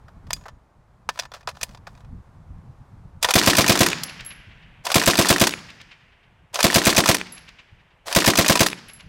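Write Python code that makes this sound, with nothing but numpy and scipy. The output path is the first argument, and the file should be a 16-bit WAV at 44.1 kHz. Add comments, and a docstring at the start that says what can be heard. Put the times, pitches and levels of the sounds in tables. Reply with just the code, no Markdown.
"""Light machine gun on a breezy range

Wind buffets the microphone while the magazine is changed with steel knocks and scrapes. Four five-round
bursts follow: each muzzle blast overloads the microphone and echoes round the grass range. The bolt
clatters to and fro between shots, a small spring twangs, and spent brass cases ring as they land."""
import sys
import numpy as np
from scipy import signal
from scipy.fft import irfft, next_fast_len
from scipy.io import wavfile
from scipy.ndimage import uniform_filter1d

SR = 44100
rng = np.random.default_rng(int(sys.argv[2]) if len(sys.argv) > 2 else 0)


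def inscribe(sig):
    """Save sig as 16-bit PCM at rate SR to the path in sys.argv[1].

    A 1-D sig is mono; a 2-D sig holds one channel per row.
    Samples are clipped to [-1, 1] before scaling.
    """
    pcm = np.round(np.clip(np.atleast_2d(sig).T, -1, 1) * 32767)
    wavfile.write(sys.argv[1], SR, pcm.astype(np.int16))


N = 400428
TIME_S = np.arange(N) / SR


def undb(db):
    """Decibels to gain."""
    return 10 ** (np.asarray(db) / 20)


def decay(t60_s, size):
    """Exponential decay, 60 dB down at t60_s."""
    return np.exp(-np.log(1000) * TIME_S[:size] / max(t60_s, 1e-3))


def add(track, start_s, sound):
    """Mix a sound into a track."""
    i = int(np.clip(round(start_s * SR), 0, len(track)))
    track[i:i + len(sound)] += sound[:len(track) - i]


def noise(gain, size):
    """Unit-rms noise with spectral shape gain(hz)."""
    hz = np.arange(size // 2 + 1) * SR / size + 1
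    x = irfft(gain(hz) * np.exp(2j * np.pi * rng.random(len(hz))), size)
    return x / x.std()


def colour(points):
    """Gain curve through (freq_hz, level_db) points."""
    hz, db = np.transpose(points)
    return lambda f: undb(np.interp(np.log(f), np.log(hz), db))


def band(centre_hz, width_hz, order=1):
    """Gain curve of a resonance; higher order, steeper skirts."""
    return lambda f: (1 + ((f * f - centre_hz ** 2) / (f * width_hz)) ** (2 * order)) ** -.5


def ring(modes, size, pitch_ratio=1, spread_db=0):
    """Damped sines with random spread in level."""
    return sum(undb(db + spread_db * rng.standard_normal()) * decay(t60_s, size)
               * np.sin(2 * np.pi * hz * pitch_ratio * TIME_S[:size]) for hz, db, t60_s in modes)


def grit(size, spread_db, hold_samples=24):
    """Uneven contact: the force jumps between random values."""
    steps = undb(spread_db * rng.standard_normal(size // hold_samples + 1))
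    force = np.repeat(steps, hold_samples)[:size]
    return force / np.sqrt(np.mean(force ** 2))


# gusts at the microphone: peak_s, sigma_s, level_db
GUSTS = [(.25, 0.18, -42), (1.1, .15, -51), (1.75, 0.2, -44.5), (2.12, 0.061, -36), (2.55, 0.17, -43),
         (2.98, .25, -44), (4.55, .35, -49.5), (9.05, 0.08, -52)]
# buffeting spectrum: freq_hz, level_db
BUFFET_SPECTRUM = [(12, -35.5), (20, 4.5), (103, 0.5), (159, -3), (226, -11.5), (269, -16.5), (343, -24),
                   (500, -34.5), (650, -55), (1100, -120)]
# spectrum of the field's rush: freq_hz, level_db
RUSH_SPECTRUM = [(150, -37), (250, -17.5), (364, -14.5), (908, -11.5), (1120, -13.5), (2840, -31.5),
                 (9000, -40.5), (15000, -50.5), (19800, -120)]


def wind(calm_db=-58, calm_rush_db=-64.5, rush_follow=.38, smooth_s=0.46):
    """Gusts buffet the microphone; the soft rush of the field follows them sluggishly."""
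    gusts = (undb(db) * np.exp(-((TIME_S - peak_s) / sigma_s) ** 2 / 2) for peak_s, sigma_s, db in GUSTS)
    gust_db = 10 * np.log10(undb(calm_db) ** 2 + sum(gust ** 2 for gust in gusts))
    rush_db = calm_rush_db + rush_follow * uniform_filter1d(gust_db - calm_db, int(smooth_s * SR))
    size = next_fast_len(N)
    flutter_db = 3.7 * noise(band(5.5, 13, order=2), size)[:N]
    buffet = noise(colour(BUFFET_SPECTRUM), size)[:N] * undb(gust_db + flutter_db)
    rush = noise(colour(RUSH_SPECTRUM), size)[:N] * undb(rush_db)
    return buffet + rush


# receiver and magazine modes: pitch_hz, level_db, t60_s
STEEL_MODES = [(705, -11.5, 0.065), (992, -5.5, 0.069), (1297, -18.5, 0.043), (1506, -16.5, 0.055),
               (1773, -10, 0.082), (1874, -6.5, 0.024), (2475, -5, 0.034), (3470, -10, 0.051),
               (3700, -23, 0.036), (4870, -7.5, 0.06), (5060, -16.5, 0.064), (6170, -1.5, 0.015),
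               (7700, -7, 0.015)]


def clack(level_db, low_db, treble_db, t60_s, size=12000):
    """Steel on steel: contact chatter, receiver ring and faint ground scatter."""
    chatter = (noise(band(3400, 3900, order=3), size)
               + undb(low_db) * noise(band(880, 1100, order=4), size)
               + undb(treble_db) * noise(band(6900, 6900, order=2), size))
    hardness_db = [low_db, 0, treble_db]  # hard contacts favour high modes
    modes = [(hz, db + np.interp(hz, [1100, 2500, 7000], hardness_db), mode_t60_s)
             for hz, db, mode_t60_s in STEEL_MODES]
    body = ring(modes, size, pitch_ratio=1 + 0.0043 * rng.standard_normal(), spread_db=4.5)
    seating = 1 - 0.64 * decay(0.015, size)  # the faces take a moment to meet
    contacts = grit(size, spread_db=3.5) * seating * decay(t60_s, size)
    scatter = undb(-37) * decay(.17, size)
    sound = undb(level_db) * (undb(0.5) * chatter * (contacts + scatter) + undb(-5) * body)
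    # small parts radiate no bass
    return signal.sosfilt(signal.butter(4, 430, "high", fs=SR, output="sos"), sound)


# magazine and catch knocks: start_s, level_db, low_db, treble_db, t60_s
MAGAZINE_KNOCKS = [(0.0815, -54.5, 14.5, -23, 0.046), (0.3062, -23, 1, -10, 0.02),
                   (0.3318, -16.5, -33, 6.5, 0.015), (0.4561, -52, 19.5, -29, 0.062),
                   (0.483, -39.5, 7.5, -43, 0.039), (1.0899, -19, 3, -15, 0.032),
                   (1.1905, -24, -1, -9, 0.047), (1.1966, -18, -22, -16, 0.027),
                   (1.253, -38, 4, -18, 0.031), (1.3178, -39, 9, -17, 0.029),
                   (1.3372, -39.5, 3.5, -13.5, 0.12), (1.474, -24, 6, -26, 0.027),
                   (1.4862, -27, 2, -10, 0.047), (1.6123, -30.5, 0, -8, 0.05),
                   (1.6307, -19.5, -6.5, 1.5, 0.029), (1.747, -40.5, 0, -16, 0.025),
                   (1.869, -38.5, 10.5, -27, 0.043)]


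def magazine_knocks():
    """The empty magazine is rocked out and a full one latched in."""
    out = np.zeros(N)
    for start_s, *knock in MAGAZINE_KNOCKS:
        add(out, start_s, clack(*knock))
    return out


def scrape(length_s, level_db):
    """Gritty friction swells and fades, ringing the hollow receiver."""
    size = int(length_s * SR)
    rasp = noise(band(3000, 5500, order=2), size) * grit(size, spread_db=5)
    hollow = noise(band(640, 160), size) + .7 * noise(band(900, 300), size)
    return undb(level_db) * (rasp + undb(-1) * hollow) * signal.windows.tukey(size, .5)


# magazine travel in its well: start_s, end_s, level_db
MAGAZINE_SLIDES = [(0.261, 0.488, -66), (1.097, 1.272, -60), (1.31, 1.427, -67.5), (1.502, 1.791, -62.5),
                   (1.855, 2.05, -70)]


def magazine_slides(rattle_gap_s=.033, rattle_over_db=16.5, spread_db=3):
    """The sliding magazine rattles and scrapes."""
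    out = np.zeros(N)
    for start_s, end_s, db in MAGAZINE_SLIDES:
        for slot_s in np.arange(start_s, end_s - rattle_gap_s / 2, rattle_gap_s):
            knock_db = db + rattle_over_db + spread_db * rng.standard_normal()
            knock_s = slot_s + rattle_gap_s * rng.random()
            add(out, knock_s, clack(knock_db, low_db=3.5, treble_db=-14.5, t60_s=0.029))
    for start_s, end_s, db in MAGAZINE_SLIDES:
        add(out, start_s, scrape(end_s - start_s, db))
    return out


# spring twangs: start_s, level_db
TWANGS = [(.332, -52), (1.197, -62), (3.864, -32), (5.47, -38.5)]


def spring(pitch_hz=6783, t60_s=.4):
    """A small jarred spring in the receiver rings thin and pure."""
    out = np.zeros(N)
    for start_s, db in TWANGS:
        add(out, start_s, ring([(pitch_hz, db, t60_s)], size=24000))
    return out


# one burst a row: shot1_s, shot2_s, shot3_s, shot4_s, shot5_s
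BURSTS = [(3.3543, 3.4729, 3.5831, 3.6943, 3.8057), (4.9560, 5.0744, 5.1879, 5.3016, 5.4127),
          (6.6415, 6.7573, 6.8676, 6.9785, 7.0880), (8.1616, 8.2756, 8.3860, 8.4962, 8.6050)]
# bolt release, sear catch and breeze lift of the echoes, per burst: release_s, jolt_db, catch_db, lift_db
BURST_SETTINGS = [(3.2276, 14, -14, 5.5), (4.8524, 3, -11.5, -2), (6.543, 3.5, -13.5, -3.5),
                  (8.0687, -9, -14, -5)]
# first run (release, rebound, rails, feed, lock): run_fraction, level_db, low_db, treble_db, t60_s
BOLT_RUN = [(0, -26.5, -8, 0, .035), (.14, -20.5, -1.5, -11.5, .036), (0.469, -25.5, 4, -8, .058),
            (.625, -16, -2, -3.5, .033), (0.871, -9.5, -8.5, 0.5, .027)]
# strokes between shots, rear stop to lock: cycle_fraction, level_db, low_db, treble_db, t60_s
BOLT_CYCLE = [(.28, -15, -13.5, -7.5, .07), (0.561, -21.5, 0.5, -2.5, 0.046), (0.729, -18.5, -1, -8, .04),
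              (.87, -21.5, -12, 8, .03), (.915, -8.5, -11, -3.5, 0.018)]


def bolt(rail_lead_s=.018, throw_s=.025, catch_s=.057):
    """The bolt scrapes forward on its rails, cycles between shots and stops on the sear."""
    out = np.zeros(N)
    for shots_s, (release_s, *_) in zip(BURSTS, BURST_SETTINGS):
        start_s = release_s - rail_lead_s
        add(out, start_s, scrape(shots_s[0] - start_s, level_db=-37))
    for shots_s, (release_s, jolt_db, catch_db, _) in zip(BURSTS, BURST_SETTINGS):
        run_s = shots_s[0] - release_s
        for fraction, db, *tone in BOLT_RUN:
            add(out, release_s + fraction * run_s, clack(db + jolt_db * (1 - fraction), *tone))
        for shot_s, cycle_s in zip(shots_s, np.diff(shots_s)):
            for fraction, db, *tone in BOLT_CYCLE:
                slack_s = .007 * (1 - fraction) * rng.standard_normal()  # tightest at lock-up
                stroke_db = db + 3.6 * rng.standard_normal()
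                add(out, shot_s + fraction * cycle_s + slack_s, clack(stroke_db, *tone))
        # last round: rear stop, then sear
        add(out, shots_s[-1] + throw_s, clack(*BOLT_CYCLE[0][1:]))
        add(out, shots_s[-1] + catch_s, clack(catch_db, low_db=-5, treble_db=-0.5, t60_s=0.037))
    return out


# muzzle gas spectrum: freq_hz, level_db
GAS_SPECTRUM = [(30, -33.5), (80, -5.5), (160, 4), (400, 0.5), (800, -1.5), (1500, -2.5), (3000, -5.5),
                (7000, -9), (16000, -19.5)]
# direct shock, then reflections off ground and gear: delay_s, level_db
SHOCKS = [(0, -1.5), (.0043, 2), (.0091, -3), (.014, -13), (0.019, -16)]


def muzzle_blast(positive_phase_s=0.0011, size=8192):
    """A pressure jump and its suction, repeated by near reflections, over roaring gas."""
    age = TIME_S[:size] / positive_phase_s
    shock = (1 - age) * np.exp(-age)
    out = undb(1) * noise(colour(GAS_SPECTRUM), size) * decay(0.054, size)
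    for delay_s, db in SHOCKS:
        add(out, delay_s, undb(db) * shock)
    return out


def slap(delay_s, t60_s, centre_hz, width_hz, size=8192):
    """One echo; distance dulls its treble and blurs its attack."""
    air_loss_db = 58 * delay_s  # at 10 kHz
    sound = noise(lambda f: band(centre_hz, width_hz)(f) * undb(-air_loss_db * (f / 1e4) ** 2), size)
    attack = 1 - decay(0.11 * delay_s, size)
    return sound * attack * decay(t60_s, size)


# grass and reed scatter: freq_hz, level_db
SCATTER_SPECTRUM = [(40, -3), (120, -2), (240, 1.5), (350, 15), (520, -11), (1000, -1), (2200, -7.5),
                    (5000, -5.5), (9000, -7.5), (16000, -49)]
# soft echoes off reeds and hedges: delay_s, level_db
BANKS = [(.108, -26), (.165, -47), (.272, -43), (.386, -43.5), (.498, -32.5), (.815, -44.5)]
# sharp echoes off single objects: delay_s, level_db, t60_s, centre_hz, width_hz
REFLECTORS = [(.025, -10, 0.027, 1500, 3000), (0.0601, -7.5, 0.012, 1920, 1300),
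              (.0808, -4.5, 0.0059, 3955, 7000), (.095, -18, 0.02, 3040, 4970),
              (0.1257, -10.5, 0.0066, 2400, 1104), (0.291, -30, .012, 3580, 4880),
              (.402, -20, .013, 4000, 4500)]


def echoes(ground_s=.042, mirror_db=7, size=40000):
    """Dense scatter, a low ground return, soft echoes off banks and slaps off objects."""
    out = undb(-20) * noise(colour(SCATTER_SPECTRUM), size) * decay(0.32, size)
    add(out, ground_s, undb(-25) * slap(ground_s, t60_s=.24, centre_hz=275, width_hz=150))
    for delay_s, db in BANKS:
        add(out, delay_s, undb(db) * slap(delay_s, t60_s=0.084, centre_hz=2450, width_hz=1500))
    t = TIME_S[:2048]
    for delay_s, db, t60_s, centre_hz, width_hz in REFLECTORS:
        add(out, delay_s, undb(db) * slap(delay_s, t60_s, centre_hz, width_hz))
        # flat, near objects also mirror the shock as a crack
        crack = np.exp(-np.pi * width_hz / 2 * t) * np.sin(2 * np.pi * centre_hz * t)
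        mirror_gain = undb(db + mirror_db) * np.exp(-t60_s / 0.028 - delay_s / .4)
        add(out, delay_s, mirror_gain * crack)
    return out


# spectrum of the rolling report: freq_hz, level_db
ROLL_SPECTRUM = [(40, -8.5), (170, 11.5), (350, -4), (600, -3.5), (1000, -2.5), (1800, -0.5), (3000, -8.5),
                 (5000, -3.5), (9000, -23.5), (16000, -37.5)]


def far_roll(size=98304):
    """The report swells and rolls over the field; the far edge answers longest."""
    field = noise(colour(ROLL_SPECTRUM), size) * decay(1.02, size) * (1 - decay(0.5, size))
    far_edge = noise(band(2100, 1600, order=3), size) * decay(3.01, size) * (1 - decay(1.2, size))
    return undb(-30.5) * field + undb(-48) * far_edge


# firing point resonances: pitch_hz, level_db, t60_s
BOOM_MODES = [(89, -15, 0.058), (111.5, -6.5, 0.048), (183.5, -28.5, 0.49), (235.4, -38.5, 0.78),
              (292, -35, 0.4), (367.3, -27, 0.35), (449, -26, 0.26), (543, -13.5, 0.076),
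              (570.3, -14.5, 0.11), (659.5, -16, 0.11), (734, -15, 0.079), (950, -18.5, .1),
              (1033, -23.5, 0.16)]


def gunfire(blast_mix_rad=0.67, echo_mix_rad=.55, lift_share=.7, lift_onset_s=0.065):
    """Near-identical shots: turbulence varies part of each, and the breeze bends the longer paths."""
    out = np.zeros(N)
    common_blast, common_echoes = muzzle_blast(), echoes()
    boom = ring(BOOM_MODES, size=16384)
    ground_delay_s = SHOCKS[1][0]
    path_s = TIME_S[:len(common_echoes)]
    echo_lift = lift_share * (1 - np.exp(-(path_s / lift_onset_s) ** 4))
    for shots_s, (*_, lift_db) in zip(BURSTS, BURST_SETTINGS):
        for shot_s in shots_s:
            blast = np.cos(blast_mix_rad) * common_blast + np.sin(blast_mix_rad) * muzzle_blast()
            returns = np.cos(echo_mix_rad) * common_echoes + np.sin(echo_mix_rad) * echoes()
            add(out, shot_s, blast)
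            add(out, shot_s, undb(lift_db * echo_lift) * returns)
            add(out, shot_s + ground_delay_s, boom)
            add(out, shot_s, undb(lift_db) * far_roll())
    return out


# case landings: start_s, level_db, pitch_ratio, tick_relative_db
LANDINGS = [(4.035, -34, 1.003, 16), (4.249, -37, .998, -10), (4.263, -34, .998, -12),
            (5.508, -37, .996, -12), (7.323, -37, 1.006, -15), (8.675, -36, .995, -11),
            (8.884, -48, 1.0, -4), (8.934, -44, 1.005, -6)]
# brass case modes: pitch_hz, level_db, t60_s
BRASS_MODES = [(7560, -14, .21), (10300, -13, .25), (11050, -17, .36), (11150, -11, .3), (11120, 0, .19),
               (15720, -21, .18)]


def cases():
    """Spent brass lands with a tick; its close modes beat as it rings."""
    out = np.zeros(N)
    for start_s, db, pitch_ratio, tick_relative_db in LANDINGS:
        tick = noise(band(5300, 5000), size=4096) * decay(0.026, size=4096)
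        add(out, start_s, undb(db) * ring(BRASS_MODES, size=20000, pitch_ratio=pitch_ratio, spread_db=3))
        add(out, start_s, undb(db + tick_relative_db) * tick)
    return out


def scene():
    """All sources at one microphone."""
    return (magazine_knocks() + magazine_slides() + bolt() + spring() + gunfire() + cases() + wind())[None]


def record(dry, clip_low=-0.44, clip_high=0.36, coupling_hz=32, top_hz=15900):
    """The input stage clips flat, its coupling capacitor droops the flats, and the top is cut."""
    clipped = np.clip(dry, clip_low, clip_high)
    drooped = signal.sosfilt(signal.butter(1, coupling_hz, "high", fs=SR, output="sos"), clipped)
    return signal.sosfilt(signal.ellip(10, .2, 70, top_hz, fs=SR, output="sos"), drooped)


dry = scene()
out = record(dry)
inscribe(out)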